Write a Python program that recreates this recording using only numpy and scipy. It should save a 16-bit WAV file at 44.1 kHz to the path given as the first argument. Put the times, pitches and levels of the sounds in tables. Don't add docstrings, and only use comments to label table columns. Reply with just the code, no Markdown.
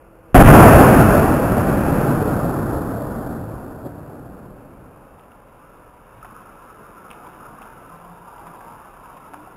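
import sys
import numpy as np
from scipy import signal
from scipy.fft import rfft, irfft, next_fast_len
from scipy.io import wavfile
from scipy.ndimage import uniform_filter1d, map_coordinates

SR = 44100
rng = np.random.default_rng(int(sys.argv[2]) if len(sys.argv) > 2 else 0)


def to_wav(sig):
    pcm = np.clip(np.atleast_2d(sig), -1, 1) * 32767
    pcm = np.round(pcm).astype(np.int16)
    wavfile.write(sys.argv[1], SR, pcm.T)


def boost_factor(decibels):
    exponent = np.asarray(decibels, float) / 20
    return 10 ** exponent


N = 421596


def unit(x):
    return x / np.sqrt(np.mean(x ** 2) + 1e-20)


def along(points, hz):
    point_hz, level_db = np.transpose(points)
    return boost_factor(np.interp(np.log(hz + 1), np.log(point_hz + 1), level_db))


def curves(rows):
    time_s, *columns = np.transpose(rows)
    return [np.interp(np.arange(N) / SR, time_s, column) for column in columns]


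def wobble(rate):
    knots = rng.standard_normal(int(N * rate / SR) + 4)
    return map_coordinates(knots, [np.arange(N) * rate / SR])


def filtered(x, response):
    m = next_fast_len(N + SR // 2)
    return irfft(rfft(x, m) * response(np.fft.rfftfreq(m, 1 / SR)), m)[:N]


def under(hz, edge_hz):
    return 1 / (1 + (hz / edge_hz) ** 12)


def between(hz, low_hz, high_hz):
    return np.sqrt(np.abs(under(hz, high_hz) - under(hz, low_hz)))


def split(x, edges_hz):
    return [unit(filtered(x, lambda hz: between(hz, low_hz, high_hz)))
            for low_hz, high_hz in zip(edges_hz, edges_hz[1:])]


def fade(t0, t1):
    return np.clip((np.arange(N) / SR - t0) / (t1 - t0), 0, 1)


def patchy(depth_db, wide, long):
    z = signal.stft(rng.standard_normal(N), nperseg=2048)[2]
    field = uniform_filter1d(rng.standard_normal(z.shape), wide, 0)
    field = uniform_filter1d(field, long, 1)
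    return signal.istft(z * boost_factor(depth_db * unit(field)), nperseg=2048)[1][:N]


def street():
    # freq_hz, level_db
    air_tone = [(12, -19.5), (25, -3), (86, -6), (140, -10), (330, -14.5), (520, -6), (750, -15),
                (1400, -17), (1900, -29.5), (2700, -27), (4000, -53), (5200, -80)]
    # time_s, level_db
    air_level = [(0, -49), (.15, -49), (.33, -46), (5, -49.5), (9.56, -54)]
    air = filtered(rng.standard_normal(N), lambda hz: along(air_tone, hz))
    hum = filtered(rng.standard_normal(N), lambda hz: 1 / (1 + ((hz - 36) / 9) ** 2))
    air_db = curves(air_level)[0] + 0.43 * wobble(4.7)
    return boost_factor(air_db) * unit(air) + boost_factor(-58.5) * unit(hum)


def bubbles():
    # start_s, length_s, start_hz, end_hz, level_db
    plinks = [
        (.01, .3, 175, 175, -59.5),
        (.01, 0.34, 337, 322, -54.5),
        (6.12, 0.2, 119.7, 120, -50.5),
        (7.76, 0.14, 272, 280, -50.5),
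        (7.9, 0.4, 168.4, 174.2, -47.5),
        (8.44, .1, 167, 170, -49),
        (9.308, 0.14, 279, 312, -44),
    ]
    out = np.zeros(N + SR)
    for start_s, length_s, start_hz, end_hz, level_db in plinks:
        u = np.arange(int(length_s * SR)) / (length_s * SR)
        phase = 2 * np.pi * length_s * (start_hz * u + (end_hz - start_hz) * u * u / 2)
        tone = np.sin(phase + .5 * wobble(26)[:len(u)])
        out[round(start_s * SR):][:len(u)] += boost_factor(level_db) * np.sin(np.pi * u) ** 0.34 * tone
    return out[:N] * boost_factor(2.5 * wobble(22))


def blast():
    # freq_hz, level_db
    echo_tone = [(12, -28), (20, -0.5), (92, 1.5), (135, 2.5), (172, 1), (286, 1.5), (390, -3.5),
                 (581, -7.5), (906, -20), (1410, -21.5), (2100, -36), (2570, -30.5), (4000, -52),
                 (5200, -89), (8800, -120)]
    # time_s, level_db
    pressure = [(.56, -10), (.8, -8.5), (1.4, -18), (2.25, -20.5), (3.2, -27), (3.7, -33), (4.4, -37),
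                (5.1, -47.5), (5.9, -57)]
    # level_db over the pressure, share of its fall, drift_db_per_s once only far walls answer
    registers = [
        (-5.5, 1.0623, -0.8),
        (0.7, 1.093, -1.13),
        (-4, 1.297, -0.2),
        (-17, 1.595, -22.5),
    ]
    # start_s, length_s, size in full scales
    swings = [
        (.3465, .003, -2.5),
        (.369, .007, -3),
        (.3835, .006, 2.5),
        (.4275, .024, -3.3),
        (.452, .007, -2.5),
        (.466, .007, 2.5),
        (.5175, .007, -3),
    ]
    # start_s, length_s, level_db
    far_wall = (3.848, 0.032, -33)
    onset_s, far_walls_s = .3452, 2.03
    excess_db, excess_hold_s, excess_fade_s = 5.5, 0.21, 0.24
    t = np.arange(N) / SR

    lumps = boost_factor(0.29 * wobble(90))
    air = filtered(lumps * patchy(depth_db=1.5, wide=2, long=3), lambda hz: along(echo_tone, hz))
    bands = split(air, [1e-3, 130, 750, 1800, 1e6])
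    pressure_db, = curves(pressure)
    peak_db = pressure_db.max()
    excess_end_s = onset_s + excess_hold_s
    excess = excess_db * (1 - fade(excess_end_s, excess_end_s + excess_fade_s))
    far_s = np.maximum(t - far_walls_s, 0)
    roll = np.zeros(N)
    for (level_db, share, drift_db), band in zip(registers, bands):
        band_db = peak_db + share * (pressure_db - peak_db) + level_db + drift_db * far_s + excess
        roll += boost_factor(band_db) * band
    roll *= fade(onset_s, onset_s + 0.0001) * (1 - fade(6.2, 6.3))

    for start_s, length_s, size in swings:
        u = np.clip((t - start_s) / length_s, 0, 1)
        roll += size * fade(start_s, start_s + .0007) * (1 - u) ** .45

    start_s, length_s, level_db = far_wall
    swell = np.sin(np.pi * np.clip((t - start_s) / length_s, 0, 1))
    late = boost_factor(level_db) * swell * (bands[1] + .15 * bands[2])
    forerunner = (.05 * fade(.3305, .3335) + .07 * fade(.332, onset_s)) * (t < onset_s)
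    return roll + late + forerunner


def crater_rings():
    when, pitch, size = rng.random((3, 500))
    t = np.arange(SR // 4) / SR
    decay = boost_factor(10 * size[:, None] - 60 * t / 0.35)
    tone = np.sin(2 * np.pi * (700 + 800 * pitch[:, None]) * t * (1 + .04 * t))
    rings = decay * tone * (1 - np.exp(-t / 0.004))
    start = ((4.8 + 4.8 * when) * SR).astype(int)
    places = start[:, None] + np.arange(len(t))
    return np.bincount(places.ravel(), rings.ravel(), N + SR)[:N]


def spray():
    # time_s, downpour_db, fineness (-1 to 1)
    cloud = [(4.8, -55, -0.66), (5.5, -61, -0.57), (6.1, -58, 0.16), (6.3, -51.5, 0.1), (6.9, -52, 0.67),
             (7.25, -48, .1), (7.8, -48, .2), (8.2, -53, -0.51), (8.5, -47, -0.17), (8.9, -51, -0.38),
             (9.56, -50.5, -0.14)]
    # level_db over a full downpour, share of its swings, tilt_db per fineness
    drop_sizes = [
        (-2.06, 0.99, -11.5),
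        (-1.34, 0.65, 3.5),
        (-11, 0.47, -1),
        (-0.14, 0.58, 1.5),
    ]
    # freq_hz, level_db
    patter_tone = [(500, -9), (680, -3.5), (850, -3.5), (990, -2), (1150, -7.5), (1250, -7.5), (1345, -6),
                   (1450, -12), (1650, -13.5), (1900, -23), (2700, -17.5), (3300, -25), (3900, -19.5),
                   (4300, -60)]
    # freq_hz, level_db
    splash_tone = [(59, -54), (100, -3.5), (167, 0.5), (205, -0.5), (280, -1.5), (469, -3.5), (900, -9),
                   (1170, -39), (1980, -120)]
    full_db = -50
    pour_db, fineness = curves(cloud)
    *patter_db, splash_db = [full_db + level_db + share * (pour_db - full_db) + tilt_db * fineness
                             for level_db, share, tilt_db in drop_sizes]

    crowd = crater_rings()
    wash = boost_factor(0.55 * wobble(45)) * unit(patchy(depth_db=2.2, wide=2, long=8))
    patter = filtered(.14 * unit(crowd) + wash, lambda hz: along(patter_tone, hz))
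    bands = split(patter, [1e-3, 1150, 1850, 1e6])
    slaps = boost_factor(1.9 * wobble(52)) * patchy(depth_db=2, wide=2, long=4)
    splash = filtered(slaps, lambda hz: along(splash_tone, hz))
    fall = sum(boost_factor(level_db) * band for level_db, band in zip(patter_db, bands))
    return fade(3.85, 5.8) * (fall + boost_factor(splash_db) * unit(splash))


def resonance(hz, centre_hz, width_hz):
    return 1j * hz * width_hz / (centre_hz ** 2 - hz ** 2 + 1j * hz * width_hz)


def drops():
    # start_s, peak_db, pitch_hz
    plops = [(5.025, -41, 759), (5.186, -36.5, 940), (5.35, -49, 895), (5.513, -41, 935),
             (5.866, -45, 1270), (6.097, -47, 1150), (6.227, -29.5, 1280), (6.364, -32.5, 1320),
             (6.49, -37.5, 1360), (6.699, -31, 1274), (7.103, -37, 1280), (7.184, -52, 982),
             (7.267, -28.5, 980), (7.464, -32, 1280), (7.585, -32, 1130), (7.617, -40, 1080),
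             (7.645, -38, 891), (7.793, -40, 1300), (7.892, -39, 1270), (7.921, -32, 1000),
             (8.292, -44, 893), (8.468, -27.5, 975), (9.057, -32, 950), (9.166, -35, 1020),
             (9.338, -40, 1390), (9.473, -32.5, 713)]
    # start_s, peak_db, body_db
    wire_hits = [(5.1946, -47, 0), (5.2365, -53, 17), (5.3178, -51, 12), (6.1779, -53, 6),
                 (6.2468, -50, 29), (6.2537, -46, 12), (7.104, -41, 2), (7.112, -35.5, 8),
                 (7.1314, -41, 12), (7.266, -47, 6), (7.3317, -52, 8), (7.6182, -45, 22), (7.627, -43, 5),
                 (7.6565, -55, 11), (8.3807, -51, 11), (8.4108, -59.5, 12), (8.4692, -48, 21),
                 (8.477, -48, 15), (8.608, -50, 26), (9.058, -53, 20), (9.1731, -48, 14), (9.3355, -46, 21),
                 (9.342, -46, 25)]
    rings, ticks, knocks = np.zeros((3, N + SR))
    t = np.arange(SR // 20) / SR
    for start_s, peak_db, pitch_hz in plops:
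        tone = np.sin(2 * np.pi * pitch_hz * t * (1 + 1.4 * t))
        ring = boost_factor(peak_db - 60 * t / 0.043) * tone * (1 - np.exp(-t / 0.0011))
        rings[round(start_s * SR):][:len(t)] += ring
    for start_s, peak_db, body_db in wire_hits:
        decay = boost_factor(peak_db - 60 * t / 0.016) + boost_factor(peak_db - 12 - 60 * t / 0.11)
        tick, knock = decay * rng.standard_normal((2, len(t)))
        ticks[round(start_s * SR):][:len(t)] += tick
        knocks[round(start_s * SR):][:len(t)] += boost_factor(body_db) * knock
    wire = filtered(ticks[:N], lambda hz: boost_factor(6.5) * (resonance(hz, 2750, 1300)
                                                      + 1.2 * resonance(hz, 2700, 250)))
    body = filtered(knocks[:N], lambda hz: boost_factor(3.0) * between(hz, 680, 1420))
    return rings[:N] + wire + body


def scene():
    return (street() + bubbles() + blast() + spray() + drops())[None]


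def squash(x, top, hard):
    return x / (1 + np.abs(x / top) ** hard) ** (1 / hard)


def bass_cut(hz):
    return -hz ** 2 / (19 ** 2 - hz ** 2 + 1.5j * hz * 19) / (1 + (hz / 3600) ** 4)


def slow_down(x):
    hold_hz = 11997.4
    held = np.floor(np.arange(N) * hold_hz / SR) * SR / hold_hz
    return map_coordinates(x, [held], order=3)


def low_pass(x):
    return signal.sosfilt(signal.butter(12, 16500, fs=SR, output="sos"), x)


def record(dry):
    x = squash(dry[0], top=1.3, hard=3)
    x = filtered(x, bass_cut)
    x = squash(1.04 * x, top=1, hard=9)
    x = filtered(x, lambda hz: 1 / (1 + (hz / 3950) ** 24))
    x = slow_down(x)
    x = filtered(x, lambda hz: 1 / (1 + (hz / 15750) ** 200))
    return low_pass(x[None])


dry = scene()
out = record(dry)
to_wav(out)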